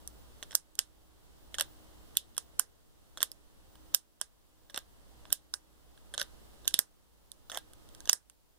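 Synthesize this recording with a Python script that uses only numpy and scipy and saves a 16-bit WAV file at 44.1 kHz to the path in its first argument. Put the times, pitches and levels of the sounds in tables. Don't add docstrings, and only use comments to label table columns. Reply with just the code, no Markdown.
import sys
import numpy as np
from scipy import signal
from scipy.fft import rfft, irfft
from scipy.io import wavfile
from scipy.ndimage import uniform_filter1d, minimum_filter1d

SR = 44100
rng = np.random.default_rng(int(sys.argv[2]) if len(sys.argv) > 2 else 0)


def to_wav(sig):
    pcm = np.clip(np.atleast_2d(sig), -1, 1) * 32767
    pcm = np.round(pcm).astype(np.int16)
    wavfile.write(sys.argv[1], SR, pcm.T)


N = 378378

# low/Hz, high/Hz, left lag/ms, left-right likeness, left minus right/dB
REGISTERS = [(190, 2100, -.03, .85, -2.5), (2700, 4300, -.025, .65, -3), (4700, 11000, -.09, .7, -7.5),
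             (11000, 14400, .3, .6, -14)]
# t/s, level/dB, then knock/dB, clack/dB, edge/dB re the snap register
SNAPS = [(0.5521, -2, -19.5, -16.5, -2), (0.7908, -5, -15, -9, -10), (2.17, -8, -23.5, -2.5, 1.5),
         (2.3794, -14.5, -13.5, -9.5, -11), (2.5953, -3.5, -12, -15, -1), (3.9466, 3, -20, -13, 1.5),
         (4.2134, -8, -11.5, -10.5, -9), (5.327, -2.5, -19.5, -9, 3), (5.5392, -12.5, -11.5, -18, -8),
         (6.6778, -9.5, -24.5, -7.5, -2.5), (6.7412, -9, -16.5, -0.5, -14), (6.7904, 0.5, -13, -15.5, 0.5),
         (8.0952, 5.5, -17.5, -10.5, -11.5), (8.1304, 1.2, -15, -29.5, -6)]
# take-up t/s, level/dB, stroke t/s, level/dB, catch t/s, level/dB
COCKINGS = [(0.4271, -31.5, 0.509, -40, 0.5278, -41), (1.5431, -29, 1.5841, -22, 1.6095, -16),
            (3.1735, -28, 3.2051, -27, 3.2291, -6.5), (4.6983, -36, 4.7441, -24.5, 4.7761, -17),
            (6.1391, -26, 6.1786, -23, 6.2145, -19.5), (7.498, -28, 7.5173, -26, 7.5731, -19)]
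# knock/dB, clack/dB, edge/dB re the snap register
TAKE_UP_COLOUR, PAWL_COLOUR = (0.97, 3.7, -10), (-4.5, 0.97, -16.5)
CATCH_COLOUR, TICK_COLOUR = (-1, 1.3, -0.5), (-9.5, -4.5, -7)


def from_db(db):
    return 10 ** (np.asarray(db) / 20)


def unit_energy(x):
    return x / np.sqrt(np.sum(x ** 2, axis=-1, keepdims=True) + 1e-20)


def band(x, low_hz, high_hz, order):
    return signal.sosfilt(signal.butter(order, [low_hz, high_hz], "band", fs=SR, output="sos"), x)


def over_bins(points, column=1):
    table = np.array(points, float)
    return np.interp(np.log(np.arange(N // 2 + 1) * SR / N + 1), np.log(table[:, 0]), table[:, column])


def noise_pair():
    return rfft(rng.standard_normal((2, N))) * np.sqrt(SR / 2)


def add(track, sound, s):
    at = int(round(s * SR))
    track[at:at + len(sound)] += sound[:N - at]


def fan_rumble():
    # f/Hz, density/(dB per Hz)
    rumble = [(12, -77), (35, -78), (58, -77), (110, -84), (220, -88), (400, -90), (700, -95.5),
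              (1300, -100), (3000, -107), (8000, -121)]
    # f/Hz, likeness (clipped to -1..1 below)
    likeness = [(60, -0.5), (150, -0.7), (380, -0.4), (950, 0.8), (2400, -1.2), (6000, -0.4)]
    alike = np.clip(over_bins(likeness), -1, 1)
    mid, side = noise_pair() * np.sqrt([(1 + alike) / 2, (1 - alike) / 2])
    return irfft(from_db(over_bins(rumble)) * np.array([mid + side, mid - side]), N)


def microphone_hiss():
    # f/Hz, left/(dB per Hz), right/(dB per Hz)
    floor = [(300, -108, -108), (1700, -108, -108), (3130, -103, -102.5), (6500, -110, -106),
             (10800, -110, -105.5), (12000, -120, -108.5), (14300, -120, -109), (15300, -114, -107),
             (16100, -130, -125)]
    return irfft(noise_pair() * from_db([over_bins(floor, 1), over_bins(floor, 2)]), N)


def hum(left_db=-4.5):
    # f/Hz, level on the right/dB, half-width/Hz
    tones = [(59, -62, 2), (312, -70, .7), (575, -79, 2), (1247, -81, 1), (7900, -81, 60), (15000, -73, 4)]
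    bins_hz = np.arange(N // 2 + 1) * SR / N
    lines = sum(from_db(db) * unit_energy(1 / (1 + ((bins_hz - hz) / width) ** 2))
                for hz, db, width in tones)
    return irfft(lines * np.sqrt(N / SR) * noise_pair() * from_db([[left_db], [0]]), N)


def room_tails(build_s=0.0005, first_s=0.0015):
    # level/dB, t60/s, left minus right/dB
    decays = [(-17, 0.17, 0), (-16, 0.14, 1), (-16, 0.12, -7), (-20.5, 0.085, -7)]
    # f/Hz, level/dB
    radiated = [(100, -12), (350, -6), (560, 0), (800, -4), (1200, -3), (1620, 1), (2350, -8), (3500, 0),
                (4550, -6), (5350, 0), (7000, -2), (8700, 2), (12000, -4), (16000, -6)]
    t = np.arange(SR // 3) / SR
    onset = 1 - np.exp(-np.maximum(t - first_s, 0) / build_s)
    diffuse = irfft(noise_pair() * from_db(over_bins(radiated)), N)[:, :len(t)]
    tails = []
    for (db, t60, left_db), (low, high, *_) in zip(decays, REGISTERS):
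        tail = band(diffuse, low, high, order=3) * onset * from_db(-60 * t / t60)
        tails.append(from_db([[db + left_db], [db]]) * unit_energy(tail))
    return np.array(tails)


def bedroom(contacts, clicking, sliding, sliding_db=-21.0, ceiling_s=0.0065, ceiling_db=-22.5):
    tails = room_tails()
    out = from_db(sliding_db) * signal.fftconvolve(sliding[1:], tails.sum(axis=0), axes=1)[:, :N]
    for channel in range(2):
        add(out[channel], from_db(ceiling_db) * clicking[channel], ceiling_s)
        for s, *levels in contacts:
            add(out[channel], register_gains(*levels) @ tails[:, channel], s)
    return out


def frame_ring(spread_db=6.0, detune=0.016):
    # f/Hz, level/dB, t60/s
    modes = [(268, -20, 0.0055), (627, -18, 0.02), (620, -9, 0.0028), (1100, -4, 0.0081), (1546, -3, 0.011),
             (1620, -18.5, 0.07), (1790, -3.5, 0.0076), (3135, -3.5, 0.0073), (3398, -6.5, 0.01),
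             (3514, 7, 0.0039), (3380, -28.5, 0.041), (3770, -5.5, 0.0012), (5480, 0, 0.0079),
             (5100, -23.5, 0.03), (6250, -2, 0.0061), (7570, 8.5, 0.0009), (8480, -21.5, 0.045),
             (8620, 9, 0.0017), (10600, 0, 0.0023), (10650, 1, 0.0004), (13000, -9, 0.00067),
             (14500, 2, 0.00053)]
    hz, db, t60 = np.transpose(modes)[:, :, None]
    t = np.arange(SR // 12) / SR
    strength, shift = rng.standard_normal((2, len(modes), 1))
    damping = t60.min() / t60
    signs = rng.choice([-1, 1], (len(modes), 1))
    swing = np.cos(2 * np.pi * hz * (1 + detune * damping * shift) * t)
    return np.sum(signs * from_db(db + spread_db * strength - 60 * t / t60) * swing, axis=0)


def sliding_parts(sear_s=0.004, slack_s=0.012, run_on_s=0.007):
    slides = [(s - sear_s, s, db - 34.5) for s, db, *_ in SNAPS]
    for take_up, take_up_db, stroke, stroke_db, catch, _ in COCKINGS:
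        slides.append((take_up, take_up + slack_s, take_up_db - 16))
        slides.append((stroke, catch + run_on_s, stroke_db - 13.5))
    return slides


def scrapes(slides, slips_per_s=3000, uneven_db=6.0, left_db=-6.0, grip_hz=560, grip_db=-15):
    out = np.zeros((2, N))
    grip = signal.iirpeak(grip_hz, Q=10, fs=SR)
    for start, end, db in slides:
        length = int((end - start) * SR)
        slipping = rng.random(SR // 4)[:length] < slips_per_s / SR
        direction, size = rng.standard_normal((2, SR // 4))[:, :length]
        slips = slipping * np.sign(direction) * from_db(uneven_db * size)
        hollow = unit_energy(signal.lfilter(*grip, np.pad(slips, (0, SR // 20))))
        for track, side_db in zip(out, (left_db, 0)):
            ringing = signal.fftconvolve(slips, frame_ring())
            metal = unit_energy(band(ringing, low_hz=500, high_hz=9500, order=1))
            add(track, metal * np.sqrt(length) * from_db(db + side_db), start)
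            add(track, hollow * np.sqrt(length) * from_db(db + grip_db), start)
    return out


def touch(s, db, colour, bright_db=0):
    knock, clack, edge = colour
    return s, db, knock - bright_db, clack - 0.7 * bright_db, edge + 0.25 * bright_db


def light_ticks():
    # t/s, level/dB, brightness/dB
    ticks = [(0.0755, -30.5, 20), (0.7536, -34.5, 14), (2.3666, -36, -3), (3.3167, -29, 17),
             (3.7552, -46.5, -11), (5.2535, -42.5, -19), (5.3034, -41, -7.5), (5.976, -47, -14),
             (6.6467, -47, -14.5), (7.317, -29, 14.5), (7.7345, -43, 1.5), (7.8894, -48, -2.5),
             (7.949, -42.5, 2), (8.0046, -39, 1.5), (8.0556, -38, -0.5), (8.0744, -33.5, -6),
             (8.2984, -30, 4)]
    return [touch(s, db, TICK_COLOUR, bright_db) for s, db, bright_db in ticks]


def trigger_creaks(within_s=0.033, db=-48, spread_db=3.5):
    return [touch(s - within_s * rng.random(), db - spread_db * rng.standard_normal(),
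                  TICK_COLOUR, bright_db=-6.5) for s, *_ in SNAPS]


def cocking(take_up, take_up_db, stroke, stroke_db, catch, catch_db, rattle_s=0.0049, settle_s=0.013):
    tooth = stroke + 0.52 * (catch - stroke)
    return [touch(take_up, take_up_db, TAKE_UP_COLOUR),
            touch(take_up + rattle_s, take_up_db - 7.5, TAKE_UP_COLOUR, bright_db=10.5),
            touch(stroke, stroke_db, PAWL_COLOUR),
            touch(tooth, stroke_db - 0.5, PAWL_COLOUR, bright_db=5),
            touch(catch, catch_db, CATCH_COLOUR, bright_db=0.91 * (catch_db + 18.5)),
            touch(catch + settle_s, stroke_db - 9.5, TICK_COLOUR, bright_db=12)]


def register_gains(db, knock, clack, edge):
    return unit_energy(from_db([knock, clack, 0, edge])) * from_db(db) * np.sqrt(2 * SR / 1000)


def impact(chatter_s=0.0007, chatter=0.86):
    t = np.arange(SR // 200) / SR
    return unit_energy((t == 0) + chatter * rng.standard_normal(len(t)) * np.exp(-t / chatter_s))


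def clicks(contacts):
    out = np.zeros((2, N))
    rings = np.array([frame_ring() for _ in contacts])
    registers = [band(rings, low, high, order=3) for low, high, *_ in REGISTERS]
    for k, (s, *levels) in enumerate(contacts):
        gains = register_gains(*levels)
        for ring, gain, (_, _, lag_ms, alike, side_db) in zip(registers, gains, REGISTERS):
            right_hit = impact()
            left_hit = alike * right_hit + (1 - alike) * impact()
            left, right = gain * unit_energy(from_db([side_db, 0]))
            add(out[0], left * unit_energy(np.convolve(ring[k], left_hit)), s + lag_ms / 1000)
            add(out[1], right * unit_energy(np.convolve(ring[k], right_hit)), s)
    return out


def scene():
    room_tone = fan_rumble() + microphone_hiss() + hum()
    cocking_contacts = [contact for row in COCKINGS for contact in cocking(*row)]
    contacts = list(SNAPS) + cocking_contacts + trigger_creaks() + light_ticks()
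    sliding = scrapes(sliding_parts())
    clicking = clicks(contacts)
    return room_tone + bedroom(contacts, clicking, sliding) + sliding + clicking


def midrange_dip(x, dip_hz=2403, dip_db=-7):
    notched = signal.lfilter(*signal.iirnotch(dip_hz, Q=4.5, fs=SR), x)
    return notched + from_db(dip_db) * (x - notched)


def gain_control(x, threshold_db=-16.0, slope=0.72, most_cut_db=14.5, hold_s=0.28, release_db_per_s=11.5):
    power = uniform_filter1d(np.mean(x ** 2, axis=0), size=64)
    level_db = 10 * np.log10(np.maximum(power, 1e-12))
    cut_db = np.clip(slope * (level_db - threshold_db), 0, most_cut_db)
    half_hold = int(hold_s * SR / 2)
    held = -minimum_filter1d(-cut_db, 2 * half_hold + 1, origin=half_hold, mode="constant")
    ramp = release_db_per_s * np.arange(N) / SR
    released = np.maximum.accumulate(held + ramp) - ramp
    gain_db = minimum_filter1d(-released, size=65)
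    return x * from_db(uniform_filter1d(gain_db, size=24))


def record(dry):
    levelled = gain_control(midrange_dip(dry))
    converter_hiss = from_db(-118) * irfft(noise_pair(), N)
    top_cut = signal.cheby2(12, 70, 17000, fs=SR, output="sos")
    return signal.sosfilt(top_cut, np.clip(levelled + converter_hiss, -1, 1))


dry = scene()
out = record(dry)
to_wav(out)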